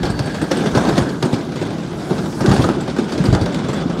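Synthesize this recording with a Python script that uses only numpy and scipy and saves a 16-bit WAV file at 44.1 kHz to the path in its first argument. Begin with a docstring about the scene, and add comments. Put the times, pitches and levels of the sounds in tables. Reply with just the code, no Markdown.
"""A gust and a clatter of knocks over rumbling, hissing runners: a sled races down a curving steel trough
in the open, heard from the rider's seat. The runners rub on the sheet metal, harder in the bends,
and set it ringing. Seams and side walls knock the sled into short rattles, dips thud through
its hull, and the headwind buffets the microphone."""
import sys
import numpy as np
from scipy import signal
from scipy.fft import rfft, irfft, dct, next_fast_len
from scipy.io import wavfile
from scipy.ndimage import uniform_filter1d, minimum_filter1d

SR = 44100
rng = np.random.default_rng(int(sys.argv[2]) if len(sys.argv) > 2 else 0)


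def wrap_up_sound(samples):
    """Save the sound to the file named by the first command line argument, as 16-bit audio."""
    columns = np.atleast_2d(samples).T
    # keep every value between -1 and 1, then stretch to whole-number steps
    tamed = np.clip(columns, -1, 1)
    steps = np.round(tamed * 32767).astype(np.int16)
    wavfile.write(sys.argv[1], SR, steps)


N = 176400


def from_db(db):
    """Decibels to gain."""
    return 10 ** (np.asarray(db) / 20)


def rms_one(x):
    """Scale to unit power."""
    return x / np.sqrt(np.mean(x ** 2) + 1e-20)


def automation(rows):
    """Join breakpoints by straight lines, one curve for each column after the time."""
    times_s, *columns = np.transpose(rows)
    return [np.interp(np.arange(N) / SR, times_s, column) for column in columns]


def drift(rate_hz):
    """Smooth random modulation with a spread of 1."""
    hop, settle = 40, 2000
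    pole = np.exp(-2 * np.pi * rate_hz * hop / SR)
    noise = rng.standard_normal(N // hop + settle + 2)
    slow = signal.lfilter([1], [1, -2 * pole, pole * pole], noise)[settle:]
    return np.interp(np.arange(N) / hop, np.arange(len(slow)), rms_one(slow))


def coloured(x, eq):
    """Causal EQ through (freq_hz, relative_db) points; white noise keeps its power."""
    size = next_fast_len(N + SR // 2, real=True) // 2 * 2
    hz, db = np.transpose(eq)
    log_f = np.log(np.maximum(np.arange(size // 2 + 1) * SR / size, 1))
    beyond = np.maximum(np.log(hz[0]) - log_f, 0) + np.maximum(log_f - np.log(hz[-1]), 0)
    gain = from_db(np.interp(log_f, np.log(hz), db)) * np.exp(-2 * beyond)  # 12 dB/octave skirts
    cepstrum = irfft(np.log(rms_one(gain)))
    cepstrum[1:size // 2] *= 2  # fold to minimum phase
    cepstrum[size // 2 + 1:] = 0
    return irfft(rfft(x, size) * np.exp(rfft(cepstrum)))[:N]


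def resonance(x, hz, width_hz):
    """One resonance with gain 1 at its peak."""
    r = np.exp(-np.pi * width_hz / SR)
    feedback = [1, -2 * r * np.cos(2 * np.pi * hz / SR), r * r]
    return signal.lfilter(np.array([1, 0, -1]) * (1 - r * r) / 2, feedback, x)


def steep_band(x, hz, width_hz):
    """Two equal resonances in series, each width_hz wide."""
    return resonance(resonance(x, hz, width_hz), hz, width_hz)


def contacts(per_s, spread_db=0):
    """Dense tiny impacts, uneven in size by spread_db; unit power."""
    sizes = from_db(spread_db * np.minimum(rng.exponential(1, N), 4)) * rng.choice([-1, 1], N)
    return rms_one(sizes * (rng.random(N) < per_s / SR))


def snap(t, decay_s):
    """Envelope with a steep rise and an exponential fall."""
    return np.sqrt(t / decay_s) * np.exp(1 - t / decay_s)


# Gusts of headwind: time_s, level_db
GUSTS = [(0,-26),(.47,-43.5),(.83,-32.5),(1.05,-44),(1.3,-50),(2.4,-41),(2.58,-26),(2.8,-38),(3.1,-45),(3.32,-21),(3.55,-45),(4,-36)]
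# Low boom of the wind: freq_hz, relative_db
WIND_EQ = [(22, -27), (31, 6), (45, 5), (70, 3), (110, -1), (200, 3.5), (500, -31.5)]
def wind():
    """The headwind buffets the microphone in low, lumpy gusts."""
    gust_db, = automation(GUSTS)
    buffeting = rms_one(rng.standard_normal(N) * from_db(2 * drift(rate_hz=40)))
    return coloured(buffeting * from_db(gust_db + 5.5), WIND_EQ)


# Hollow resonances of the hull: pitch_hz, width_hz, level_db
HULL_MODES = [(167.7, 47.4, -28), (285, 51, -34), (350, 45, -37.5)]
def hull_drone():
    """The sliding keeps the hull humming fairly evenly, swelling a little with the rumble."""
    rumble_db, _ = automation(RUNNER_LOAD)
    out = np.zeros(N)
    for hz, width_hz, db in HULL_MODES:
        hum = rms_one(steep_band(rng.standard_normal(N), hz, 2 * width_hz))
        envelope = np.sqrt(uniform_filter1d(hum ** 2, size=1300) + 0.11)
        out += from_db(db) * rms_one(hum / envelope)
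    return out * from_db(0.15 * (rumble_db - rumble_db.mean()))


# Steel singing in the bends and on the run-out: start_s, end_s, pitch_hz, level_db
SINGING_SPANS = [(0, 0.467, 4540, -46), (0, 1.173, 1620, -39.5), (.55, 0.715, 3540, -46),
                 (3.3, 4.1, 3470, -48)]
def steel_singing():
    """Narrow rings catch and drop out as the runners grip and slip."""
    t, out = np.arange(N) / SR, np.zeros(N)
    for start_s, end_s, hz, db in SINGING_SPANS:
        ring = steep_band(rng.standard_normal(N), hz, width_hz=190)
        grip = from_db(6 * np.tanh(drift(rate_hz=23)))
        soft_gate = uniform_filter1d(1.0 * ((t >= start_s) & (t < end_s)), size=4000)
        out += from_db(db) * rms_one(ring * grip) * soft_gate
    return out


def rattle():
    """Loose fittings tick finely, as hard as the runners rub."""
    _, hiss_db = automation(RUNNER_LOAD)
    ticks = contacts(per_s=170, spread_db=2.5) * from_db(hiss_db - 2.5)
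    return sum(steep_band(ticks, hz, width_hz=960) for hz in (3200, 5020))


# Dips and bumps, some with a higher, hollow clunk or clank: start_s, level_db, pitch_hz
BUMPS = [(0.036, -16.5, 115), (0.098, -12, 109), (0.199, -11, 126), (0.253, -14.5, 143), (.511, -12.5, 529),
         (0.75, -8.5, 246), (.768, -10, 129), (0.983, -14, 141), (1.011, -11.5, 111), (1.236, -11.5, 145),
         (1.33, -10, 127), (2.405, -15, 136), (2.444, -8, 366), (2.48, -2, 123), (2.507, -6.5, 111),
         (2.589, -4.5, 121), (2.6395, -16, 1243), (2.684, -20.5, 1315), (2.688, -10, 335),
         (2.768, -13.5, 351), (3.2, -7, 161), (3.285, -7.5, 117), (3.325, -2.5, 121), (3.414, -9.5, 105),
         (3.689, -17, 112), (3.856, -11.5, 269)]
def thuds(rise_s=0.005):
    """Each dip or bump swings the hull through a brief, heavily damped tone."""
    out = np.zeros(N)
    for start_s, db, hz in BUMPS:
        t = np.maximum(np.arange(N) / SR - start_s, 0)
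        envelope = t / rise_s * np.exp(1 - t / rise_s)
        out += from_db(db + 0.5) * envelope * np.sin(2 * np.pi * (hz * t + rng.random()))
    return out


# Hits on the sharpest joints: start_s, level_db
JOINT_HITS = [(.031,-27),(0.191,-22),(0.516,-17.5),(0.771,-24),(.978,-19.5),(1.2262,-18.5),(1.34,-26.5),(2.46,-20),(2.641,-26),(2.688,-25),(3.349,-21),(3.459,-24),(3.544,-23)]
def cracks():
    """Metal meets metal: a burst of a few milliseconds that sets the steel ringing."""
    force = np.zeros(N)
    for start_s, db in JOINT_HITS:
        t = np.maximum(np.arange(N) / SR - start_s, 0)
        force += from_db(db - 4.5) * snap(t, decay_s=0.0024)
    burst = coloured(rng.choice([-1, 1], N) * force, CLATTER_EQ)
    return burst + sum(resonance(burst, hz, width_hz=108) for hz in (3546, 4430))


def chinks():
    """Each knock scrapes one metal part into a brief ring of its own pitch."""
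    t, out = np.arange(SR // 8) / SR, np.zeros(N + SR)
    for start_s, clatter_db, _, _, hz in TRACK_HITS:
        ring = rms_one(resonance(rng.standard_normal(len(t)), hz, width_hz=410))
        start = int(start_s * SR)
        out[start:start + len(t)] += from_db(clatter_db - 14.5) * ring * snap(t, decay_s=0.0084)
    return out[:N]


def strikes(levels_db):
    """The first hard touch of each knock: a single click."""
    out = np.zeros(N)
    click = np.sqrt(0.01 * SR)  # 10 ms of energy in one sample
    for (start_s, *_), db in zip(TRACK_HITS, levels_db):
        out[int((start_s + 0.003) * SR)] += from_db(db - 10.5) * click * rng.choice([-1, 1])
    return out


def knock_force(levels_db, attack_s, decay_s, tail_db=-9, tail_s=0.092):
    """Every knock builds quickly and dies away, with a weak tail as loose parts rattle on."""
    power = np.zeros(N)
    for (start_s, *_), db in zip(TRACK_HITS, levels_db):
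        start = int(start_s * SR)
        t = np.arange(min(N - start, SR // 2)) / SR
        past_peak_s = np.maximum(t - attack_s, 0)
        fall = np.exp(-past_peak_s / decay_s) + from_db(tail_db) * np.exp(-past_peak_s / tail_s)
        power[start:start + len(t)] += (from_db(db) * np.minimum(t / attack_s, 1) * fall) ** 2
    return np.sqrt(power)


# Dull hull, clanging sheet and bright clatter: freq_hz, relative_db
HULL_EQ = [(70, -32), (150, 1), (240, 3), (370, 0.5), (520, -13.5), (900, -17.5)]
SHEET_EQ = [(250, -6.5), (560, 8.5), (790, 3.5), (1050, -0.5), (1600, -3.5), (2000, -11), (3500, -43)]
CLATTER_EQ = [(900, -19.5), (2000, 2.5), (3300, 3), (5000, 1.5), (6500, -3), (7500, -6), (8700, -6.5),
              (11000, -17), (15500, -37)]
# Knocks at seams and side walls: start_s, clatter_db, hull_db, sheet_db, chink_pitch_hz
TRACK_HITS = [(.031,-20.5,-16.5,-16.5,3250),(.052,-23,-36,-19,4480),(.1,-26,-36,-24,8400),(.191,-22,-25,-17.5,4430),(.257,-28.5,-22,-27,8650),(.344,-24.5,-39,-20.5,4480),(.414,-24,-15.5,-17,8500),(.511,-17,-14.5,-14,5500),(.569,-24.5,-17.5,-25,8250),(.637,-33,-13.5,-26,3520),(.658,-22.5,-15,-19,3130),(.749,-17,-10,-10,4260),(.773,-18.5,-21,-11.5,5530),(.849,-26,-16,-13,3530),(.869,-22.5,-11.5,-20,4440),(.887,-19.5,-21,-13,3760),(.969,-23,-15,-19,5230),(.978,-16,-11,-10,4540),(1.09,-27,-27,-43,4350),(1.224,-19,-15.5,-12,4840),(1.249,-25.5,-17,-34,8400),(1.327,-24,-13.5,-21,4100),(1.339,-25,-22,-32,5100),(1.614,-35,-18,-25.5,3630),(2.105,-29,-13,-35,3900),(2.406,-21.5,-16,-16,5500),(2.46,-20,-22,-27,4000),(2.487,-21,-15,-14,3420),(2.513,-17,-10.5,-12,4540),(2.536,-22,-16,-34,8750),(2.592,-37,-12,-18,8400),(2.619,-21,-26,-30,3540),(2.641,-25,-17,-13,6450),(2.687,-31,-11.5,-14.5,3500),(2.806,-27,-21,-39,7700),(2.876,-25.5,-17,-19.5,3450),(2.963,-27,-20.5,-17.5,3030),(2.984,-22.5,-13,-20,3670),(3.12,-21.5,-19.5,-20,4600),(3.176,-23.5,-21,-25,3420),(3.238,-24.5,-10,-17,8300),(3.254,-19.5,-28,-30,4740),(3.326,-19,-11,-14.5,4600),(3.348,-35,-30,-14.5,3600),(3.411,-23,-19,-18.5,4500),(3.46,-32,-26,-18.5,3570),(3.544,-25.5,-14.5,-29,3900),(3.685,-26.5,-15.5,-24,7500),(3.73,-25.5,-28,-17.5,7600)]
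def knocks():
    """A hard touch and a burst of contacts sound the hull, the steel sheet and the sled's fittings."""
    _, clatter_db, hull_db, sheet_db, _ = np.transpose(TRACK_HITS)
    hull = contacts(per_s=2900) * knock_force(hull_db - 3, attack_s=0.0042, decay_s=0.018)
    hull += strikes(hull_db)
    sheet = contacts(per_s=3500, spread_db=0.46)
    sheet *= knock_force(sheet_db - 7.5, attack_s=0.00046, decay_s=0.017)
    sheet += strikes(sheet_db - 2.5)
    clatter = contacts(per_s=20000) * knock_force(clatter_db - 12, attack_s=0.0014, decay_s=0.016)
    return coloured(hull, HULL_EQ) + coloured(sheet, SHEET_EQ) + coloured(clatter, CLATTER_EQ)


def jolts(per_s=55, decay_s=0.011):
    """Small bumps in the track press the runners down for a moment each; mean 1."""
    slots_s = np.arange(0, N / SR, 1 / per_s)
    lateness, strength = rng.random((len(slots_s), 2)).T
    times_s = slots_s + lateness * 2 / per_s
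    kicks = np.zeros(N)
    kicks[(times_s * SR).astype(int) % N] = strength ** 2
    pressure = signal.lfilter([1], [1, -np.exp(-1 / (decay_s * SR))], kicks + 1e-18)
    return pressure / pressure.mean()


# Low rumble, bright hiss and airy sizzle: freq_hz, relative_db
RUMBLE_EQ = [(60, -15), (110, -8.5), (165, -1), (240, -3), (340, -5), (480, -10), (780, -14.5),
             (1100, -19.5), (1600, -21), (2000, -34), (3200, -54.5)]
HISS_EQ = [(900, -25), (2000, 6), (2700, 2.5), (3600, 5), (5000, -1.5), (6500, -4.5), (8600, -10),
           (11000, -21), (15500, -31)]
SIZZLE_EQ = [(4500,5.5),(7000,4),(10000,-1),(12500,-9),(15500,-16)]
# Fine sizzle of the runners on the straight: time_s, level_db
SIZZLE_LEVELS = [(0,-53),(.75,-43.5),(1.88,-56.5),(2.0,-46),(2.65,-38.5),(2.78,-61),(3.35,-55),(4,-65)]
# How hard the runners bear on the trough: time_s, rumble_db, hiss_db
RUNNER_LOAD = [(0,-25,-39.5),(.36,-25,-36.5),(.48,-24.5,-36),(.62,-18,-31.5),(.72,-22,-35),(.79,-16.5,-34.5),(.9,-21.5,-33),(1.03,-17.5,-35.5),(1.19,-26.5,-42),(1.37,-24,-38),(1.5,-27,-41.5),(1.65,-21,-36),(1.75,-25.5,-38.5),(1.9,-27,-38),(2.2,-21.5,-40.5),(2.37,-25.5,-40),(2.48,-13,-34.5),(2.65,-20.5,-30.5),(2.78,-22,-39),(2.93,-26.5,-37),(3.24,-20.5,-35.5),(3.38,-22,-35.5),(4,-23,-37.5)]
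def runners():
    """Sliding contact: the trough rumbles and the rubbing faces hiss, both shaken by the same jolts."""
    rumble_db, hiss_db = automation(RUNNER_LOAD)
    sizzle_db, = automation(SIZZLE_LEVELS)
    shake = jolts()
    rumble = contacts(per_s=4000, spread_db=1.5) * rms_one(1 + 0.14 * shake) * from_db(rumble_db - 0.5)
    wander_db = 1.4 * drift(rate_hz=13)
    hiss = rng.standard_normal(N) * rms_one(1 + 0.31 * shake) * from_db(hiss_db - 2.5 + wander_db)
    sizzle = rng.standard_normal(N) * from_db(sizzle_db)
    return coloured(rumble, RUMBLE_EQ) + coloured(hiss, HISS_EQ) + coloured(sizzle, SIZZLE_EQ)


def contact_flicker(x, depth_db=2, rate_hz=20):
    """The contact points move, so each narrow band above the hull's range flickers on its own."""
    spectrum, hz = dct(x, norm="ortho"), np.arange(N) * SR / (2 * N)
    centres_hz = np.concatenate([[450], np.geomspace(650, 12000, 26)])
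    masks = [np.interp(hz, centres_hz, peak) for peak in np.eye(len(centres_hz))]
    low, *bands = [dct(spectrum * mask, type=3, norm="ortho") for mask in masks]
    return low + sum(band * rms_one(from_db(depth_db * drift(rate_hz))) for band in bands)


# Resonances of the steel: pitch_hz, width_hz, gain_db
STEEL_MODES = [(797, 9.3, -6), (1470, 240, -15), (4590, 50, -4), (5160, 48, -28), (8420, 95, -17)]
def steel_trough(x):
    """The metal adds its narrow rings to whatever rubs or strikes it."""
    return x + sum(from_db(db) * resonance(x, hz, width_hz) for hz, width_hz, db in STEEL_MODES)


def scene():
    """Sled, trough and wind, all close by, in mono."""
    sliding = contact_flicker(runners() + knocks())
    metal = steel_trough(sliding + cracks() + rattle()) + chinks() + steel_singing()
    return (metal + hull_drone() + thuds() + wind())[None]


def record(dry):
    """A low cut, a fast limiter on the peaks and a steep high cut."""
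    low_cut = signal.butter(4, 48, "high", fs=SR, output="sos")
    high_cut = signal.ellip(12, 0.1, 90, 15750, fs=SR, output="sos")
    x = signal.sosfilt(low_cut, dry)
    gain = np.minimum(1, 0.92 / (np.abs(x) + 1e-9))
    gain = uniform_filter1d(minimum_filter1d(gain, size=301), size=301)  # hold and smooth over 7 ms
    return signal.sosfilt(high_cut, x * gain)


dry = scene()
out = record(dry)
wrap_up_sound(out)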